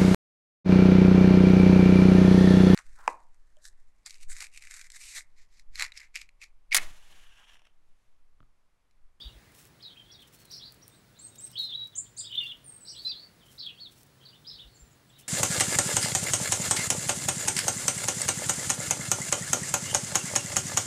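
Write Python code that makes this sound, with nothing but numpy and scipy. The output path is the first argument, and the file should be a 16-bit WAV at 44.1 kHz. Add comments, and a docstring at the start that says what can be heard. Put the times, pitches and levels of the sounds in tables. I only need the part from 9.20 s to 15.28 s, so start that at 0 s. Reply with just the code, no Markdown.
"""Woodland birds warble quick whistled glides, with hazy trills and thin high calls among them.
Each note is a frequency-modulated tone, smeared by sound scattered off the trunks. Close by, at a
picnic, a knife slices a garlic clove: bursting cells crackle wetly and tough fibres snap.
Under it lie rumbling air, microphone hiss, murmuring leaves, a far drone, a faint electric whine
and soft wind bumps."""
import sys
import numpy as np
from scipy import signal
from scipy.fft import rfft, irfft, next_fast_len
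from scipy.io import wavfile
from scipy.ndimage import uniform_filter1d, map_coordinates

SR = 44100
rng = np.random.default_rng(int(sys.argv[2]) if len(sys.argv) > 2 else 0)


def put_to_file(sound):
    """Save the sound as 16-bit audio at rate SR, in the file named by the first command-line argument."""
    columns = np.atleast_2d(sound).T  # one column per channel
    safe = np.clip(columns, -1, 1)
    whole_steps = np.round(safe * 32767)
    wavfile.write(sys.argv[1], SR, whole_steps.astype(np.int16))


N = 268114
TIME = np.arange(N) / SR


def amp(db):
    return 10 ** (np.asarray(db) / 20)


def curves(rows):
    """Linear interpolation in time: one value per sample for each column after the first."""
    times, *columns = np.transpose(rows)
    return [np.interp(TIME, times, column) for column in columns]


def wobble(rate):
    """Smooth random modulation: a spline through `rate` Gaussian knots a second."""
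    knots = rng.standard_normal(int(N * rate / SR) + 4)
    return map_coordinates(knots, [TIME * rate])


def filtered(x, response):
    """Linear filtering: the spectrum is multiplied by a frequency response."""
    size = next_fast_len(N + SR // 2)
    return irfft(rfft(x, size) * response(np.fft.rfftfreq(size, 1 / SR)), size)[:N]


def noise(spectrum, envelope=1):
    """Spectral shaping: white noise times an envelope is filtered, then scaled to unit RMS."""
    freqs, db = np.transpose(spectrum)
    gain = lambda hz: amp(np.interp(np.log(hz + 1), np.log(freqs + 1), db))
    shaped = filtered(envelope * rng.standard_normal(N), gain)
    return shaped / np.sqrt(np.mean(shaped ** 2) + 1e-20)


def syllables(rows, start_db=-5.5, end_db=-3):
    """Three-point contours (t, f, level): a slide to the loudest point, the turn, then a drift."""
    return [[(start, f0, db + start_db), (start + slide, f1, db),
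             (start + slide + drift, f2, db + end_db)]
            for start, slide, drift, f0, f1, f2, db in rows]


def whistles(notes, edge_s, waver_hz, flutter_db, rasp):
    """Frequency and amplitude modulation: each note glides, hazed by the sidebands of a fast tremble."""
    out = np.zeros(N)
    waver = waver_hz * wobble(150)
    flutter = amp(flutter_db * wobble(120)) * (1 + rasp * wobble(1500))
    for contour in notes:
        times, hz, db = np.transpose(sorted(contour))
        span = np.arange(max(round((times[0] - edge_s) * SR), 0),
                         min(round((times[-1] + edge_s) * SR), N))
        t = TIME[span]
        glide = uniform_filter1d(np.interp(t, times, hz), size=120, mode="nearest")  # rounds the turns
        tone = np.sqrt(2) * np.sin(2 * np.pi * np.cumsum(glide + waver[span]) / SR)
        ramp = np.clip(np.minimum(t - t[0], t[-1] - t) / (2 * edge_s), 0, 1)
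        envelope = amp(np.interp(t, times, db)) * np.sin(np.pi / 2 * ramp) ** 2
        out[span] += envelope * flutter[span] * tone
    return out


def among_trunks(x, direct_db, near_db, far_db, near_t60, far_t60=0.32):
    """Multiple scattering: dense near echoes and a longer tail join the direct sound (T60 in s)."""
    t = np.arange(SR // 2) / SR
    onset = np.clip(t / 0.0042, 0, 1)
    near, far = onset * amp(-60 * t / near_t60), onset * amp(-60 * t / far_t60)
    decay = np.hypot(amp(near_db) * near / np.linalg.norm(near), amp(far_db) * far / np.linalg.norm(far))
    echoes, step = np.zeros(N + SR), SR // 4
    for start in range(0, N, step):  # every quarter second meets new scatterers
        echo = signal.fftconvolve(x[start:start + step], decay * rng.standard_normal(len(t)))
        echoes[start:start + len(echo)] += echo
    return amp(direct_db) * x + echoes[:N]


# Warbled syllables: t/s, slide/s, drift/s, start f/Hz, turn f/Hz, end f/Hz, relative level/dB
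WARBLES = [(0, 0.013, 0.026, 3180, 3505, 3810, -46.5), (.008, 0.0087, 0.021, 5030, 4580, 4590, -50),
           (.05, .012, 0.014, 2890, 3360, 3960, -52), (.085, 0.0082, 0.013, 3140, 2890, 2850, -57.5),
           (.118, 0.016, 0.02, 4170, 3490, 3180, -62.5), (0.597, 0.0087, 0.016, 2850, 3220, 5200, -61),
           (.622, .004, .01, 5140, 5100, 5000, -55.5), (.626, 0.018, 0.023, 4750, 3950, 3885, -46.5),
           (.672, 0.009, 0.016, 3960, 3500, 3720, -51.5), (.697, 0.0084, 0.026, 3790, 3140, 3460, -56.5),
           (0.757, 0.019, 0.052, 2510, 3210, 3145, -56), (.893, .005, 0.015, 3100, 3250, 3480, -57.5),
           (.909, 0.011, 0.012, 3600, 5720, 5400, -56), (0.932, 0.013, 0.016, 5200, 3970, 3580, -54.5),
           (.975, 0.022, 0.0067, 3320, 3380, 4500, -57.5), (1.008, 0.011, .012, 3620, 3600, 2820, -55.5),
           (1.034, .008, .012, 2900, 3210, 3190, -65), (1.16, 0.075, 0.065, 4380, 4330, 3960, -67.5),
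           (1.302, .013, .015, 3890, 5840, 5200, -48), (1.322, 0.019, 0.004, 3720, 4910, 5000, -46),
           (1.33, 0.012, .013, 5180, 5630, 4060, -43.5), (1.358, 0.019, 0.014, 4260, 5800, 4260, -51.5),
           (1.397, .028, 0.019, 3350, 3890, 4030, -52), (1.439, .023, 0.022, 4100, 4650, 4750, -50.5),
           (1.612, 0.011, .022, 3250, 5710, 5400, -62), (1.715, 0.028, .01, 3600, 3830, 4620, -67),
           (1.95, .025, 0.011, 3360, 3900, 3900, -66.5), (1.99, .01, 0.061, 4370, 4260, 4370, -65),
           (2.11, 0.06, 0.14, 3800, 3740, 3910, -68.5), (2.208, .002, 0.0027, 6060, 5630, 5100, -55),
           (2.266, 0.0026, 0.0027, 6130, 5600, 5040, -56), (2.33, 0.0025, 0.0026, 6000, 5370, 4700, -54.5),
           (2.325, 0.022, 0.0063, 2850, 3340, 3230, -60), (2.356, 0.025, .05, 2980, 3950, 3780, -35),
           (2.43, 0.047, .05, 3800, 3698, 3500, -40), (2.37, 0.021, 0.11, 4450, 4287, 3960, -39.5),
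           (2.445, 0.0071, 0.0084, 5200, 5140, 5400, -52.5), (2.525, .02, 0.021, 3170, 3820, 3966, -33.5),
           (2.57, 0.027, 0.065, 3960, 3870, 3862, -41.5), (2.721, 0.013, 0.02, 4020, 3430, 2940, -60.5),
           (2.838, 0.023, .01, 4820, 3000, 3900, -62), (2.973, 0.0069, 0.026, 3715, 4760, 4960, -45),
           (3, 0.0073, 0.0078, 4920, 3910, 3270, -47), (3.005, 0.034, 0.025, 4690, 5050, 4350, -50),
           (3.041, 0.03, .009, 3154, 4030, 3080, -45.5), (3.096, 0.018, 0.026, 2870, 3185, 3950, -48),
           (3.125, 0.0065, 0.012, 2980, 2997, 3300, -41.5), (3.145, 0.0066, 0.0066, 2780, 3170, 3840, -35),
           (3.172, 0.0076, 0.014, 3070, 3570, 3606, -31), (3.198, .008, 0.043, 3580, 2867, 2772, -36),
           (3.23, 0.007, 0.0035, 4230, 4600, 4670, -50), (3.25, 0.018, 0.021, 2827, 3550, 3600, -42),
           (3.289, .012, 0.0071, 3596, 3270, 3440, -39.5), (3.312, 0.0057, 0.012, 3740, 2800, 3140, -37.5),
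           (3.65, 0.02, .014, 3900, 5520, 4960, -53.5), (3.673, 0.025, 0.0094, 3656, 5800, 4440, -44),
           (3.705, 0.007, 0.014, 4580, 5180, 3960, -46.5), (3.72, 0.019, 0.018, 3030, 2880, 2850, -61.5),
           (3.75, 0.0092, .01, 3410, 3890, 3950, -46.5), (3.767, 0.025, 0.031, 3150, 4430, 4500, -46),
           (3.828, .035, .022, 4480, 4960, 5500, -51), (3.849, 0.0055, 0.03, 3950, 4045, 4090, -32.5),
           (3.868, 0.011, 0.023, 2620, 2624, 2563, -55), (3.881, .009, 0.02, 4250, 4920, 4463, -37.5),
           (3.908, 0.00784, 0.0066, 4750, 3880, 3420, -33), (3.928, 0.033, 0.046, 2790, 4170, 4545, -47.5),
           (4, 0.018, 0.032, 4520, 4430, 4600, -53), (4.2, .03, 0.009, 3800, 3070, 3100, -62.5),
           (4.262, .023, 0.016, 2830, 3250, 3080, -63), (4.379, 0.01, 0.0096, 3720, 4570, 5340, -43.5),
           (4.397, 0.011, 0.006, 4740, 4030, 4080, -38.5), (4.418, 0.0066, 0.0097, 4260, 4650, 4100, -43),
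           (4.428, 0.012, 0.019, 3160, 3650, 3820, -46), (4.456, 0.0088, 0.011, 3950, 3430, 3395, -40),
           (4.48, 0.011, 0.022, 2970, 3363, 2570, -47.5), (4.55, 0.017, .006, 4380, 4520, 4560, -61),
           (4.576, 0.017, .01, 3110, 3410, 4260, -51), (4.602, 0.011, 0.026, 4510, 4450, 4250, -45),
           (4.645, 0.013, 0.018, 4140, 3860, 3260, -45.5), (4.599, .025, .025, 4650, 4800, 4570, -62),
           (5, 0.028, 0.014, 3190, 3250, 4350, -61.5), (5.025, .015, 0.0069, 2770, 3250, 3340, -61),
           (5.05, 0.0052, 0.02, 4410, 4540, 3550, -54), (5.085, 0.0039, 0.0038, 4440, 4550, 4770, -53),
           (5.12, 0.021, 0.017, 2810, 3050, 3620, -59), (5.154, 0.0046, 0.01, 3670, 3600, 3330, -58),
           (5.245, 0.0086, 0.017, 3020, 3650, 4670, -52.5), (5.266, .01, 0.02, 4510, 4920, 5220, -42.5),
           (5.295, 0.0064, 0.0039, 4920, 4110, 3460, -42), (5.308, 0.0068, .01, 3520, 4040, 4040, -51),
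           (5.31, .025, .01, 5000, 5170, 4570, -54), (5.33, 0.02, 0.013, 3260, 4510, 3470, -47),
           (5.385, 0.0118, .013, 2960, 3300, 3920, -45), (5.412, 0.011, .01, 3870, 3010, 2790, -51),
           (5.44, 0.013, .008, 3330, 3580, 3700, -67)]
# Phrases sung close by: start t/s, end t/s
CLOSE_PHRASES = [(2.32, 2.7), (3.09, 3.35), (3.84, 3.92), (4.57, 4.7)]

def warblers():
    """Direct-to-reverberant ratio: the farther song has less direct sound against its echoes."""
    close_rows = [row for row in WARBLES if any(start <= row[0] < end for start, end in CLOSE_PHRASES)]
    far_rows = [row for row in WARBLES if row not in close_rows]
    close = whistles(syllables(close_rows), edge_s=0.002, waver_hz=25.3, flutter_db=2.5, rasp=0.15)
    far = whistles(syllables(far_rows), edge_s=0.002, waver_hz=67.5, flutter_db=2.5, rasp=0.25)
    return (among_trunks(close, direct_db=0, near_db=-3.5, far_db=-10.5, near_t60=0.11)
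            + among_trunks(far, direct_db=-1.5, near_db=-2, far_db=-24.5, near_t60=0.19))


# Far trills: t/s, duration/s, start f/Hz, end f/Hz, relative level/dB
TRILLS = [(0, 0.087, 3675, 3500, -61), (.14, .2, 1995, 1900, -72), (0.631, .1, 4730, 3400, -59.5),
          (0.841, .06, 3510, 3300, -65.5), (1.31, .085, 4870, 4500, -54), (1.407, .075, 3696, 4520, -52),
          (1.96, .12, 3950, 4020, -69.5), (3.667, 0.063, 5010, 4800, -55), (3.79, 0.088, 4200, 4300, -56),
          (3.928, .12, 3900, 4500, -62), (4.384, 0.11, 4664, 2900, -50), (5.07, 0.041, 3900, 3420, -66),
          (5.303, 0.081, 4500, 4350, -59), (5.47, 0.11, 4270, 4350, -68.5), (5.9, 0.2, 3490, 3290, -66.5)]

def trillers():
    """Spectral broadening: deep random modulation blurs tones heard mostly by way of the trunks."""
    notes = [[(start, f0, db), (start + length, f1, db)] for start, length, f0, f1, db in TRILLS]
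    trills = whistles(notes, edge_s=0.008, waver_hz=279.2, flutter_db=3.5, rasp=0.41)
    return among_trunks(trills, direct_db=-6, near_db=-1, far_db=-10, near_t60=0.1)


# Spectrum of far rumble and microphone hiss: f/Hz, relative level/dB
AIR_SPECTRUM = [(12, -50), (20, -33), (122, 1), (206, -6), (288, -7.5), (851, -16), (1610, -17.5),
                (2590, -21.5), (4380, -20.5), (6470, -25), (10700, -26.5), (14100, -31.5), (15300, -29.5)]

def air():
    """Broadband noise floor: rumble and hiss drift slightly in level together."""
    return amp(-61 + 1.07 * wobble(2.133)) * noise(AIR_SPECTRUM)


# Murmur in the treetops: t/s, level/dB
LEAF_LEVELS = [(0, -77), (.2, -70), (1.5, -71), (2.2, -78.5), (2.95, -72), (3.28, -67.5), (3.6, -79),
               (3.94, -68.5), (4.8, -80.5), (6.08, -73)]

def leaves():
    """Amplitude-modulated noise: the midrange murmur of far leaves swells and sinks."""
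    db, = curves(LEAF_LEVELS)
    return amp(db) * noise([(300, -4), (700, -9.5), (1900, -1), (2800, -7), (5000, -43)])


# Distant droning: t/s, f/Hz, level/dB
DRONE_CONTOUR = [(0, 105, -73), (1.3, 122, -72.5), (2.5, 108, -65), (3.3, 118, -63), (3.8, 136, -70.5),
                 (6.08, 140, -64.5)]

def drone():
    """Narrow-band modulation: one low tone wanders in frequency and level."""
    hz, db = curves(DRONE_CONTOUR)
    level = amp(db + 3 * wobble(13))
    return level * np.sin(2 * np.pi * np.cumsum(hz + 8 * wobble(12)) / SR)


# Electric whine: f/Hz, peak level/dB
WHINE_TONES = [(15704, -75)]

def whine():
    """Simple harmonic oscillation: a faint, steady electric tone."""
    return sum(amp(db) * np.sin(2 * np.pi * hz * TIME) for hz, db in WHINE_TONES)


# Wind bumps on the microphone: centre t/s, 1/e half width/s, peak level/dB
WIND_BUMPS = [(.07, 0.015, -35.5), (.17, 0.021, -48.5), (5.47, 0.022, -47.5), (5.632, 0.011, -46.5)]

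def wind(bump_hz=50.4, breeze_db=-74):
    """Pressure fluctuation at the microphone: low noise stirs between Gaussian tone pulses."""
    stirring = noise([(15, -44), (35, 2.5), (70, 4), (130, -10), (300, -68)])
    out = amp(breeze_db + 3.8 * wobble(6.9)) * stirring
    for centre, half_width, db in WIND_BUMPS:
        t = TIME - centre
        out -= amp(db) * np.exp(-(t / half_width) ** 2) * np.cos(2 * np.pi * bump_hz * t)
    return out


# Knife strokes through the clove: t/s, duration/s, level/dB
STROKES = [(0.317, 0.011, -60), (0.331, 0.16, -56.5), (1.003, .006, -63), (1.014, .024, -59.5),
           (1.07, .022, -58.5), (1.122, 0.06, -58), (1.184, 0.054, -57), (1.247, .019, -57),
           (1.289, 0.11, -58), (1.522, 0.008, -61), (1.542, 0.012, -59), (1.687, 0.02, -61),
           (2.151, .017, -54), (2.194, .037, -58), (2.251, .038, -57), (2.298, 0.036, -58),
           (2.381, 0.1, -54), (2.537, 0.019, -64), (2.643, 0.0063, -60), (2.672, 0.01, -62),
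           (3.11, .014, -62), (3.136, 0.038, -60), (3.185, 0.14, -60.5), (3.318, .008, -63),
           (3.37, .007, -65), (3.767, 0.042, -62), (3.81, 0.095, -58.5), (4.254, 0.027, -63.5),
           (4.283, 0.11, -58), (4.46, .007, -63), (4.705, 0.047, -61), (4.747, .1, -61),
           (4.862, 0.011, -62), (5.981, 0.054, -54)]
# Spectrum of bursting cells: f/Hz, relative level/dB
CELL_SPECTRUM = [(1470, -27), (2500, -4.5), (3760, -4.5), (4280, -5.5), (4650, -13), (5330, -1.5),
                 (6960, -5.5), (7680, -2.5), (15300, -7)]

def knife(swell_share=0.4):
    """Granular noise: cells burst in a fizz that swells and fades with each stroke of the blade."""
    envelope = np.zeros(N)
    for start, length, db in STROKES:
        triangle = np.interp(TIME, [start, start + swell_share * length, start + length], [0, 1, 0])
        envelope += amp(db) * triangle ** 0.59
    graininess = amp(3 * wobble(600) + 1.5 * wobble(70))
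    return envelope * noise(CELL_SPECTRUM, graininess)


# Single fibres snapping: t/s, relative level/dB
FIBRE_SNAPS = [(.3501, -53), (.388, -59), (0.4533, -47), (1.1483, -48), (1.203, -55), (1.2544, -49),
               (1.3179, -50), (1.5228, -44.5), (1.5436, -52), (1.68, -42.5), (2.1545, -64), (2.3155, -48),
               (2.3903, -41.5), (2.4234, -62), (2.6723, -48.5), (3.159, -58), (3.8728, -62), (4.4618, -58),
               (4.832, -47), (5.9915, -57)]

def fibres(body_db=-10, highpass_hz=1500):
    """Fracture transients: each tough fibre gives a treble crack over the clove's duller tick."""
    cracks, t = np.zeros(N + SR), np.arange(900) / SR
    decay = amp(-60 * t / 0.0055) + 0.14 * amp(-60 * t / 0.049)
    for start, db in FIBRE_SNAPS:
        burst = rng.standard_normal(len(t)) * decay
        treble = np.diff(burst, prepend=0)
        cracks[round(start * SR):][:len(t)] += amp(db) * (treble + amp(body_db) * burst)
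    return filtered(cracks[:N], lambda hz: hz ** 2 / (hz ** 2 + highpass_hz ** 2))


# Thin high notes: t/s, slide/s, drift/s, start f/Hz, turn f/Hz, end f/Hz, relative level/dB
THIN_NOTES = [(1.66, 0.068, 0.068, 8770, 8310, 7880, -66.5), (2.01, 0.03155, .03, 6240, 6300, 6640, -66),
              (2.075, 0.0054, 0.0044, 8230, 7300, 6460, -50.5), (2.095, .055, 0.034, 8100, 8170, 8360, -69),
              (2.22, 0.026, .015, 6120, 6270, 6420, -63), (2.29, .01, 0.048, 8200, 8220, 8160, -66),
              (3.442, .04, 0.108, 9430, 8590, 8370, -49.5), (3.605, 0.011, .03, 8000, 7930, 7940, -50.5),
              (3.645, 0.0147, 0.016, 8030, 8530, 8300, -54), (3.675, .012, .02, 8300, 8300, 8480, -59),
              (3.712, 0.0115, 0.044, 8300, 7950, 7940, -52),
              (5.543, 0.0133, 0.019, 7110, 7550, 6300, -59.5),
              (5.593, 0.0091, .02, 7430, 7350, 7300, -57.5), (5.625, .02, .04, 7330, 7330, 7300, -71),
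              (5.707, 0.0108, .017, 6550, 7900, 6460, -63.5), (5.88, .01, 0.0094, 7920, 7870, 7400, -65.5)]
# Arched calls and sharp double flicks: t/s, relative level/dB
ARCH_CALLS = [(1.988, -49.5), (2.181, -46.5)]
FLICK_CALLS = [(2.754, -32), (2.966, -36)]
# Their contours: t/s from the call's start, f/Hz, relative level/dB
ARCH_CONTOUR = [(0, 6520, -8), (.006, 7450, -1), (.028, 8040, -4.5), (0.069, 8320, 3), (.095, 8060, -16)]
FLICK_CONTOUR = [(0, 6130, -11.5), (.008, 7200, -6), (.014, 9480, -15.5), (.022, 7800, -2.5),
                 (.029, 7130, 1.5), (0.036, 7230, 2.5), (.045, 9100, -11.5), (.048, 7420, -6.5),
                 (0.056, 7600, -17)]

def high_callers():
    """Frequency sweeps: birds whistle thin high notes and repeat two fixed call contours."""
    notes = syllables(THIN_NOTES)
    for calls, contour in (ARCH_CALLS, ARCH_CONTOUR), (FLICK_CALLS, FLICK_CONTOUR):
        for start, call_db in calls:
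            notes.append([(start + t, hz, call_db + db) for t, hz, db in contour])
    voices = whistles(notes, edge_s=0.003, waver_hz=48.7, flutter_db=2, rasp=0.11)
    return among_trunks(voices, direct_db=-2.5, near_db=-3, far_db=-12, near_t60=0.15)


def scene():
    """Superposition: the pressures of all sources add in one channel."""
    return (warblers() + trillers() + air() + leaves() + drone() + whine() + wind()
            + knife() + fibres() + high_callers())[None]


def record(dry, cutoff_hz=15830):
    """Band limiting: an ideal low-pass filter passes nothing above its cutoff."""
    return filtered(dry[0], lambda hz: hz < cutoff_hz)[None]


dry = scene()
out = record(dry)
put_to_file(out)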